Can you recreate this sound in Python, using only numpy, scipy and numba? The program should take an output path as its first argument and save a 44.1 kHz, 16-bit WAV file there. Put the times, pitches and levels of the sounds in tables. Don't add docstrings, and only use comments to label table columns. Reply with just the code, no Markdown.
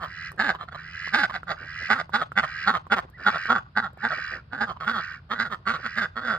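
import sys
import numpy as np
from scipy import signal
from scipy.fft import rfft, irfft, next_fast_len
from scipy.io import wavfile
from scipy.ndimage import uniform_filter1d, minimum_filter1d
from numba import njit

SR = 44100
rng = np.random.default_rng(int(sys.argv[2]) if len(sys.argv) > 2 else 0)


def transcribe(u):
    v = np.clip(np.atleast_2d(u).T, -1, 1)
    q = np.round(v * 32767).astype(np.int16)
    wavfile.write(sys.argv[1], SR, q)


def voltage_ratio(decibels):
    exponent = np.asarray(decibels, float) / 20
    return 10 ** exponent


N = 281343


def rms_one(x):
    return x / np.sqrt(np.mean(x ** 2) + 1e-20)


def drift(rate_hz):
    settle = 9000
    r = np.exp(-2 * np.pi * rate_hz / SR)
    noise = rng.standard_normal(N + settle)
    return rms_one(signal.lfilter([1], [1, -2 * r, r * r], noise)[settle:])


def evened(x, span_s):
    return x / np.sqrt(uniform_filter1d(x ** 2, size=int(span_s * SR)) + 1e-14)


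def at_hz(points, hz):
    points = np.array(points)
    return np.interp(np.log(hz), np.log(points[:, 0]), points[:, 1])


def shaped(x, response):
    size = next_fast_len(N + 4096)
    hz = np.arange(size // 2 + 1) * SR / size + 1e-3
    return irfft(rfft(x, size) * response(hz), size)[..., :N]


@njit
def resonate(x, hz, width, sr):
    y, r = np.zeros(len(x)), np.exp(-np.pi * width / sr)
    for i in range(2, len(x)):
        drive = (1 - r * r) / 2 * (x[i] - x[i - 2])
        y[i] = drive + 2 * r * np.cos(2 * np.pi * hz[i] / sr) * y[i - 1] - r * r * y[i - 2]
    return y


def resonate_twice(x, hz, width_hz):
    once = resonate(x, hz, 1.6 * width_hz, SR)
    return resonate(once, hz, 1.6 * width_hz, SR)


def throat(x, modes):
    out = 0
    for k, (hz, width_hz, db) in enumerate(modes):
        out = out + (-1) ** k * voltage_ratio(db) * resonate_twice(x, hz * np.ones(N), width_hz)
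    return out


def played(calls, fade_s):
    t, gain = np.arange(N) / SR, np.zeros(N)
    rows = np.vstack(calls)
    rows = rows[np.argsort(rows[:, 0])]
    controls = np.array([np.interp(t, rows[:, 0], column) for column in rows[:, 2:].T])
    for s, db, *columns in map(np.transpose, calls):
        span = slice(int(max(s[0], 0) * SR), int(s[-1] * SR) + 2)
        own = np.interp(t[span], s, voltage_ratio(.45 * db)) ** (1 / .45)
        own_controls = [np.interp(t[span], s, column) for column in columns]
        controls[:, span] = np.where(own > gain[span], own_controls, controls[:, span])
        gain[span] = np.maximum(own, gain[span])
    return uniform_filter1d(gain, size=max(int(fade_s * SR), 1)), *controls


def air():
    # hz, density_db_per_hz
    rumble = [(25, -32), (55, -6), (80, -3), (130, -5), (175, -10), (230, -21), (400, -27), (800, -29),
              (1400, -26), (2200, -38), (5000, -42), (6000, -64), (15000, -70)]
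    # hz, first_db, last_db
    partials = [(84.7, -73.5, -64.5), (155, -57, -68.5)]
    common, own = rng.standard_normal(N), rng.standard_normal((2, N))
    bed = shaped(common, lambda hz: voltage_ratio(at_hz(rumble, hz)) / (1 + (hz / 900) ** 2))
    bed = bed + shaped(own, lambda hz: voltage_ratio(at_hz(rumble, hz)) * (0.092 + 1 / (1 + (700 / hz) ** 2)))
    t, hum = np.arange(N) / SR, 0
    for hz, first_db, last_db in partials:
        level = voltage_ratio(np.linspace(first_db, last_db, N) + 2.9 * drift(10.0))
        hum = hum + level * np.sin(2 * np.pi * hz * (t + 0.003 * drift(1.4)))
    return voltage_ratio(-51) * rms_one(bed) + np.sqrt(2) * hum


def rasps():
    # start_s, swell_s, top_db, mean_throbs_per_s, top_throat_hz
    calls = [
        (.0, .27, -34, 84, 1929),
        (.75, .33, -31.5, 86, 2004),
        (1.561, .31, -31, 83.4, 1939),
        (2.4, .25, -31, 77.7, 1849),
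        (3.17, .31, -32, 89.5, 1701),
        (3.97, 0.38, -33.5, 79, 1643),
        (4.93, 0.21, -37.5, 81.7, 1624),
        (5.74, .22, -36, 82.4, 1832),
    ]
    rest_hz, mid_lift_hz, let_go_hz, even_climb_hz = 1479, 60.05, 361, 227
    attack_s, attack_db, first_db, release_s, end_db = .03, -14, -9, 0.067, -25
    out = []
    for s, swell_s, db, rate, hz in calls:
        climb_hz = hz - rest_hz
        push_db = 0.0377 * (climb_hz - even_climb_hz)
        faster = .03 * (climb_hz - even_climb_hz) / 2
        out.append([(s, db + first_db + attack_db, rate - faster, rest_hz - mid_lift_hz),
                    (s + attack_s, db + first_db, rate - faster, rest_hz),
                    (s + .38 * swell_s, db - push_db, rate, rest_hz + .65 * climb_hz + mid_lift_hz),
                    (s + swell_s, db, rate + faster, hz),
                    (s + swell_s + release_s, db + end_db, rate, hz - let_go_hz)])
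    return out


def drake():
    # hz, width_hz, level_db
    modes = [(1257, 133, -6), (1560, 151.6, -1.5), (1858, 120, -2.5), (2386, 200, -5), (2800, 230, -12.5),
             (3430, 28, -15.5), (4110, 120, -13.5), (4780, 535, -17.5), (6380, 130, -28),
             (12600, 2000, -51.5)]
    gain, rate, throat_hz = played(rasps(), fade_s=0.0084)
    turns = np.cumsum(np.clip(rate, 72, 92) * (1 + .02 * drift(30))) / SR
    white, wobble, out = rng.standard_normal(N), drift(204.0), 0
    for k, (rest_hz, width_hz, db) in enumerate(modes):
        stretch = .5 if rest_hz < 2200 else .15
        centre_hz = rest_hz * (throat_hz / 1700) ** stretch
        octaves_off = np.log2(np.minimum(centre_hz, 2600) / throat_hz)
        turn = (turns - 0.66 * octaves_off) % 1
        sweep_hz = centre_hz + 1.57 * width_hz * (turn - .5)
        chirp_hz = sweep_hz + 0.32 * width_hz * np.roll(wobble, 9001 * k)
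        chirp = np.sqrt(2) * np.sin(2 * np.pi * np.cumsum(chirp_hz) / SR)
        hiss = rms_one(resonate_twice(white, sweep_hz, width_hz))
        mix = .7 * chirp + .4 * hiss if rest_hz < 3200 else .8 * hiss
        throb = .2 + np.sin(np.pi * turn) ** 4
        uneven_db = 2.0 * np.roll(wobble, 5003 * k + 70000)
        effort_db = 0.13 * (rest_hz > 2200) * (20 * np.log10(gain + 1e-4) + 36)
        level = voltage_ratio(db - 9.0 * np.abs(octaves_off) + uneven_db + effort_db)
        out = out + level * np.sqrt(width_hz) * throb * mix
    return gain * evened(out, span_s=0.12)


def clucks():
    # top_s, length_s, level_db, pitch_hz, bill_hz
    calls = [(.042, .085, -27.5, 158.2, 1180), (0.555, 0.036, -29.5, 160.9, 1070),
             (.622, 0.069, -31, 159, 1200), (0.689, 0.024, -36.5, 173.3, 1320),
             (0.728, 0.03, -36, 157, 1430), (0.755, 0.039, -32, 157.3, 1160),
             (1.305, .03, -26.5, 156.4, 1100), (1.358, .075, -26.5, 185, 1497),
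             (1.513, .085, -24, 159.8, 1450), (4.77, 0.023, -36.5, 180.6, 1100),
             (5.534, 0.068, -26, 194.1, 1250), (5.863, .065, -26, 237, 1390)]
    rise, sink = .52, .25
    return [[(s - rise * length, db - 17, hz * (1 + sink), bill),
             (s, db, hz, bill),
             (s + (1 - rise) * length, db - 29, hz * (1 - sink), bill)]
            for s, length, db, hz, bill in calls]


def openings():
    # top_s, length_after_top_s, level_db, pitch_hz, bill_hz
    calls = [(.398, 0.041, -19, 211.5, 1655), (1.142, .028, -15.5, 216.3, 1578),
             (1.906, 0.045, -15, 214.2, 1512), (2.143, .038, -17.5, 215.4, 1467),
             (2.377, 0.034, -15.5, 207.9, 1480), (2.677, 0.044, -15, 210.2, 1374),
             (2.921, 0.031, -14.5, 214.8, 1434), (3.268, 0.039, -14, 206.2, 1386),
             (3.501, .04, -14, 245, 1350), (3.772, 0.038, -17.5, 218.8, 1500),
             (4.04, 0.042, -20.5, 226.7, 1536), (4.53, .05, -31, 259.9, 1510),
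             (4.612, .045, -21, 220.8, 1560), (4.876, 0.054, -21, 224.8, 1410),
             (5.313, 0.039, -24, 224.5, 1246), (5.395, 0.051, -21.5, 222.2, 1513),
             (5.674, .06, -20.5, 221.7, 1415), (5.975, 0.037, -21.5, 224.6, 1636),
             (6.17, .04, -27.5, 232, 1330)]
    climb_hz_per_s, out = 900, []
    for s, length, db, hz, bill in calls:
        shape = [(-.022, -30.5), (-.007, -10), (0, 0), (.65 * length, -3), (length, -17)]   # s, dB
        out.append([(s + late, db + step_db, hz + climb_hz_per_s * (late - length / 3), bill)
                    for late, step_db in shape])
    return out


def holds():
    # start_s, length_s, level_db, pitch_hz, bill_hz
    calls = [
        (.435, 0.041, -23.5, 285, 1600),
        (1.165, .055, -20.5, 288, 1567),
        (1.944, .045, -29, 263, 1350),
        (2.18, 0.039, -29.5, 245, 1445),
        (4.575, .035, -32.5, 205.2, 1550),
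        (4.802, .055, -31, 160, 1293),
        (5.35, .035, -34, 218, 1470),
        (6.211, 0.053, -33.5, 306, 1400),
    ]
    edge_db, fall = -3, .06
    return [[(s, db + edge_db, hz * (1 + fall), bill),
             (s + length / 2, db, hz, bill),
             (s + length, db + edge_db, hz * (1 - fall), bill)]
            for s, length, db, hz, bill in calls]


def closings():
    # top_s, length_s, level_db, first_pitch_hz, bill_hz
    calls = [(0.495, 0.07, -19, 234.4, 1584), (1.238, 0.059, -18, 228.9, 1513),
             (1.998, 0.056, -24, 190, 1470), (2.222, 0.04, -21.5, 173.7, 1280),
             (2.441, 0.044, -22.5, 165.1, 1235), (2.754, .065, -21, 199.6, 1223),
             (2.981, 0.059, -22, 203.3, 1267), (3.354, 0.063, -23, 170.2, 1348),
             (3.56, 0.081, -20.5, 263, 1430), (3.847, 0.072, -25.5, 240.3, 1340),
             (4.123, 0.059, -25, 160.1, 1393), (4.7, .07, -28, 208.4, 1217),
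             (4.966, .115, -24, 248.9, 1338), (5.46, 0.063, -29.5, 239.3, 1420),
             (5.749, 0.069, -26, 175.2, 1370), (6.027, 0.094, -22.5, 249.3, 1512),
             (6.307, 0.17, -22.5, 270.4, 1420)]
    swell, hoarse, slack_hz, bill_shuts = .47, .3, 141.1, .06
    return [[(s - swell * length, db - 13, hz, bill * (1 + bill_shuts)),
             (s, db, hz + .4 * (slack_hz - hz), bill),
             (s + hoarse * length, db - 5.5, hz + .8 * (slack_hz - hz), bill),
             (s + (1 - swell) * length, db - 30, slack_hz, bill)]
            for s, length, db, hz, bill in calls]


def hens(tone_db, neck_db, bright_db):
    # hz, width_hz, level_db
    throat_modes = [(544, 355, -18), (1180, 55.7, -2.5), (1912, 130, -5.5), (2170, 623, -14.5),
                    (3460, 120, -14), (3872, 192, -17), (4438, 79, -16.5), (4740, 433, -25),
                    (6680, 690, -40.5), (8370, 150, -41), (12400, 12000, -59.5), (15000, 1200, -43)]
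    gain, pitch, bill = played(openings() + holds() + closings() + clucks(), fade_s=0.0012)
    strongest = -minimum_filter1d(-gain, size=5000)
    slack_db = np.maximum(20 * np.log10((gain + 1e-5) / (strongest + 1e-5)), -24)

    turns = np.cumsum(pitch * (1 + .04 * drift(150))) / SR
    closing = np.diff(np.floor(turns), prepend=0)
    alternate_db = (3 + 2 * drift(8)) * (-1) ** np.floor(turns)
    pulses = rms_one(closing * voltage_ratio(2 * drift(250) + alternate_db))
    breath = rms_one(rng.standard_normal(N) * np.exp(-3.0 * (turns % 1)) * voltage_ratio(2 * drift(120)))
    rough = np.clip(.42 + (195 - pitch) / 150, .42, .75)
    source = np.sqrt(1 - rough ** 2) * pulses + rough * breath

    neck = 810 * np.clip(pitch / 205, .6, 1.0) ** 0.69
    modes = [(neck, 120, neck_db + 0.8 * slack_db), (bill, 170, 0.5)]
    turning = drift(3.5)
    for k, (hz, width_hz, db) in enumerate(throat_modes):
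        colour_db = bright_db * (hz > 1700) + .35 * slack_db * (1700 < hz < 6000)
        turning_db = 2.5 * np.roll(turning, 20011 * k)
        modes.append((hz * (bill / 1430) ** 0.49, width_hz, db + colour_db + turning_db))
    voice = evened(throat(source, modes), span_s=0.03)

    phase = 2 * np.pi * np.cumsum(pitch * (1 + 0.0525 * drift(52.8))) / SR
    tone_level = voltage_ratio(tone_db + 0.022 * slack_db) * np.clip((pitch - 100) / 80, 0, 1)
    return gain * (voice + tone_level * (np.sin(phase) + 0.2 * np.sin(2 * phase)))


def steps():
    # start_s, length_s, level_db
    shuffles = [
        (0.281, 0.19, -54),
        (1.57, 0.13, -49.5),
        (1.787, 0.075, -47.5),
        (3.024, 0.042, -43.5),
        (3.164, 0.088, -48),
        (4.158, 0.053, -42.5),
        (4.285, 0.13, -47),
        (5.573, 0.079, -60),
        (5.779, 0.036, -43.5),
    ]
    gain = np.zeros(N)
    for s, length_s, db in shuffles:
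        size = int(length_s * SR)
        gain[int(s * SR):][:size] = voltage_ratio(db) * np.hanning(size)
    grains = rng.standard_normal(N) * voltage_ratio(3.2 * drift(100))
    dull = signal.butter(2, [220, 900], "band", fs=SR, output="sos")
    return gain * rms_one(signal.sosfilt(dull, grains))


def ticks():
    # start_s, peak_db, knock_hz, crack_db
    hits = [(0.318, -29.5, 1160, -12), (1.075, -23, 1107, -40), (1.432, -23.5, 1380, -55),
            (2.094, -26.5, 980, -30), (2.319, -20, 1370, -44), (2.868, -27, 1064, -40), (3.1, -50, 432, -3),
            (3.456, -19, 1513, -35), (3.932, -42, 561.7, -17), (3.974, -33, 780, -27.5),
            (5.122, -34, 1450, -24)]
    size = 1500
    out, t = np.zeros(N + 2000), np.arange(size) / SR
    for (s, db, hz, crack_db), noise in zip(hits, rng.standard_normal((len(hits), size))):
        knock = np.sin(2 * np.pi * hz * t) * np.exp(-t / 0.0022)
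        knock = knock + 0.059 * noise * np.exp(-t / 0.009) * np.sin(2 * np.pi * 1400 * t)
        crack = voltage_ratio(crack_db) * np.diff(noise, prepend=0) * np.exp(-t / 0.0019)
        start = int(s * SR)
        out[start:start + size] += voltage_ratio(db) * (signal.lfilter([.3], [1, -.7], knock) + crack)
    return out[:N]


def peeps():
    # start_s, length_s, first_hz, top_hz, last_hz, level_db
    whistles = [
        (3.128, 0.06, 1580, 2002, 1150, -46.5),
        (5.83, 0.064, 3830, 4233, 3997, -69),
    ]
    out = np.zeros(N)
    for s, length_s, first_hz, top_hz, last_hz, db in whistles:
        size = int(length_s * SR)
        arch = np.sin(np.pi * np.arange(size) / (length_s * SR))
        hz = np.linspace(first_hz, last_hz, size) * (1 - arch) + top_hz * arch
        out[int(s * SR):][:size] = voltage_ratio(db) * arch * np.sin(2 * np.pi * np.cumsum(hz) / SR)
    return out


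def yard(x):
    # delay_s, level_db
    echoes = [(.0063, -5), (.013, -28), (0.025, -18), (.043, -15), (.068, -29), (0.102, -28)]
    length = int(.2 * SR)
    t, noise = np.arange(length) / SR, rng.standard_normal((2, length))
    smear = sum(voltage_ratio(db) * (t > s) * np.exp(-(t - s) / 0.0021) for s, db in echoes)
    band = signal.butter(2, [250, 11000], "band", fs=SR, output="sos")
    tail = signal.sosfilt(band, 0.072 * smear * noise)
    return signal.fftconvolve(x[None], tail, axes=1)[:, :N]


def ports(x):
    # hz, width_hz, level_db
    dips = [(1005, 360, -4), (2454, 110, -15.5), (5780, 170, 1), (10700, 5500, -5.5)]
    # hz, level_db
    left_level = [(60, 0.0), (110, 0.0), (200, 0.0), (380, -0.5), (700, -3.5), (1290, -4.5), (2380, -2.0),
                  (4400, -1.5), (8120, 0.0), (15000, 0.0)]
    # hz, phase_rad
    left_lead = [(0, 0), (950, -1.3), (1210, -0.3), (1640, -0.2), (2580, 2.2), (5000, 1.4), (7580, 6.0),
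                 (8870, 6.8), (9730, 9.4), (10900, 9.5), (11800, 12.5), (13000, 12.6), (14000, 15.4),
                 (16000, 16.3)]
    side = np.array([[.5], [-.5]])

    def response(hz):
        dips_db = sum(db / (1 + (2 * (hz - at) / width_hz) ** 2) for at, width_hz, db in dips)
        lead_rad = side * np.interp(hz, *np.transpose(left_lead))
        return voltage_ratio(dips_db + side * at_hz(left_level, hz)) * np.exp(1j * lead_rad)

    return shaped(x, response)


def scene():
    # time_s, left_right_db, chest_tone_db, neck_db, bright_rasp_db
    walk = [
        (0, -0.5, -12.5, -7, -3.5),
        (1.7, -1, -14.5, -2.5, -0.5),
        (2.6, 0, -13, -6.5, -2.5),
        (3.4, 0, -13.5, -5, -7),
        (4.5, -0.5, -10.5, -1, -8),
        (4.899, -1, -12, -12, -4),
        (5.5, -1.5, -12.5, -14, -2),
        (6.38, -1, -12, -33.5, -6.5),
    ]
    s, *columns = np.transpose(walk)
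    pan_db, *colour_db = [np.interp(np.arange(N) / SR, s, column) for column in columns]
    flock = hens(*colour_db) + drake() + ticks() + peeps() + steps()
    side = np.array([[.5], [-.5]])
    return voltage_ratio(side * pan_db) * ports(flock) + voltage_ratio(-1.5) * yard(flock) + air()


def roll_off(x):
    return signal.sosfilt(signal.butter(12, 16470, fs=SR, output="sos"), x)


def record(dry):
    rounded = 0.82 * np.tanh(dry / 0.76)
    cut = signal.cheby2(10, 60, 16200, fs=SR, output="sos")
    return roll_off(signal.sosfilt(cut, rounded))


dry = scene()
out = record(dry)
transcribe(out)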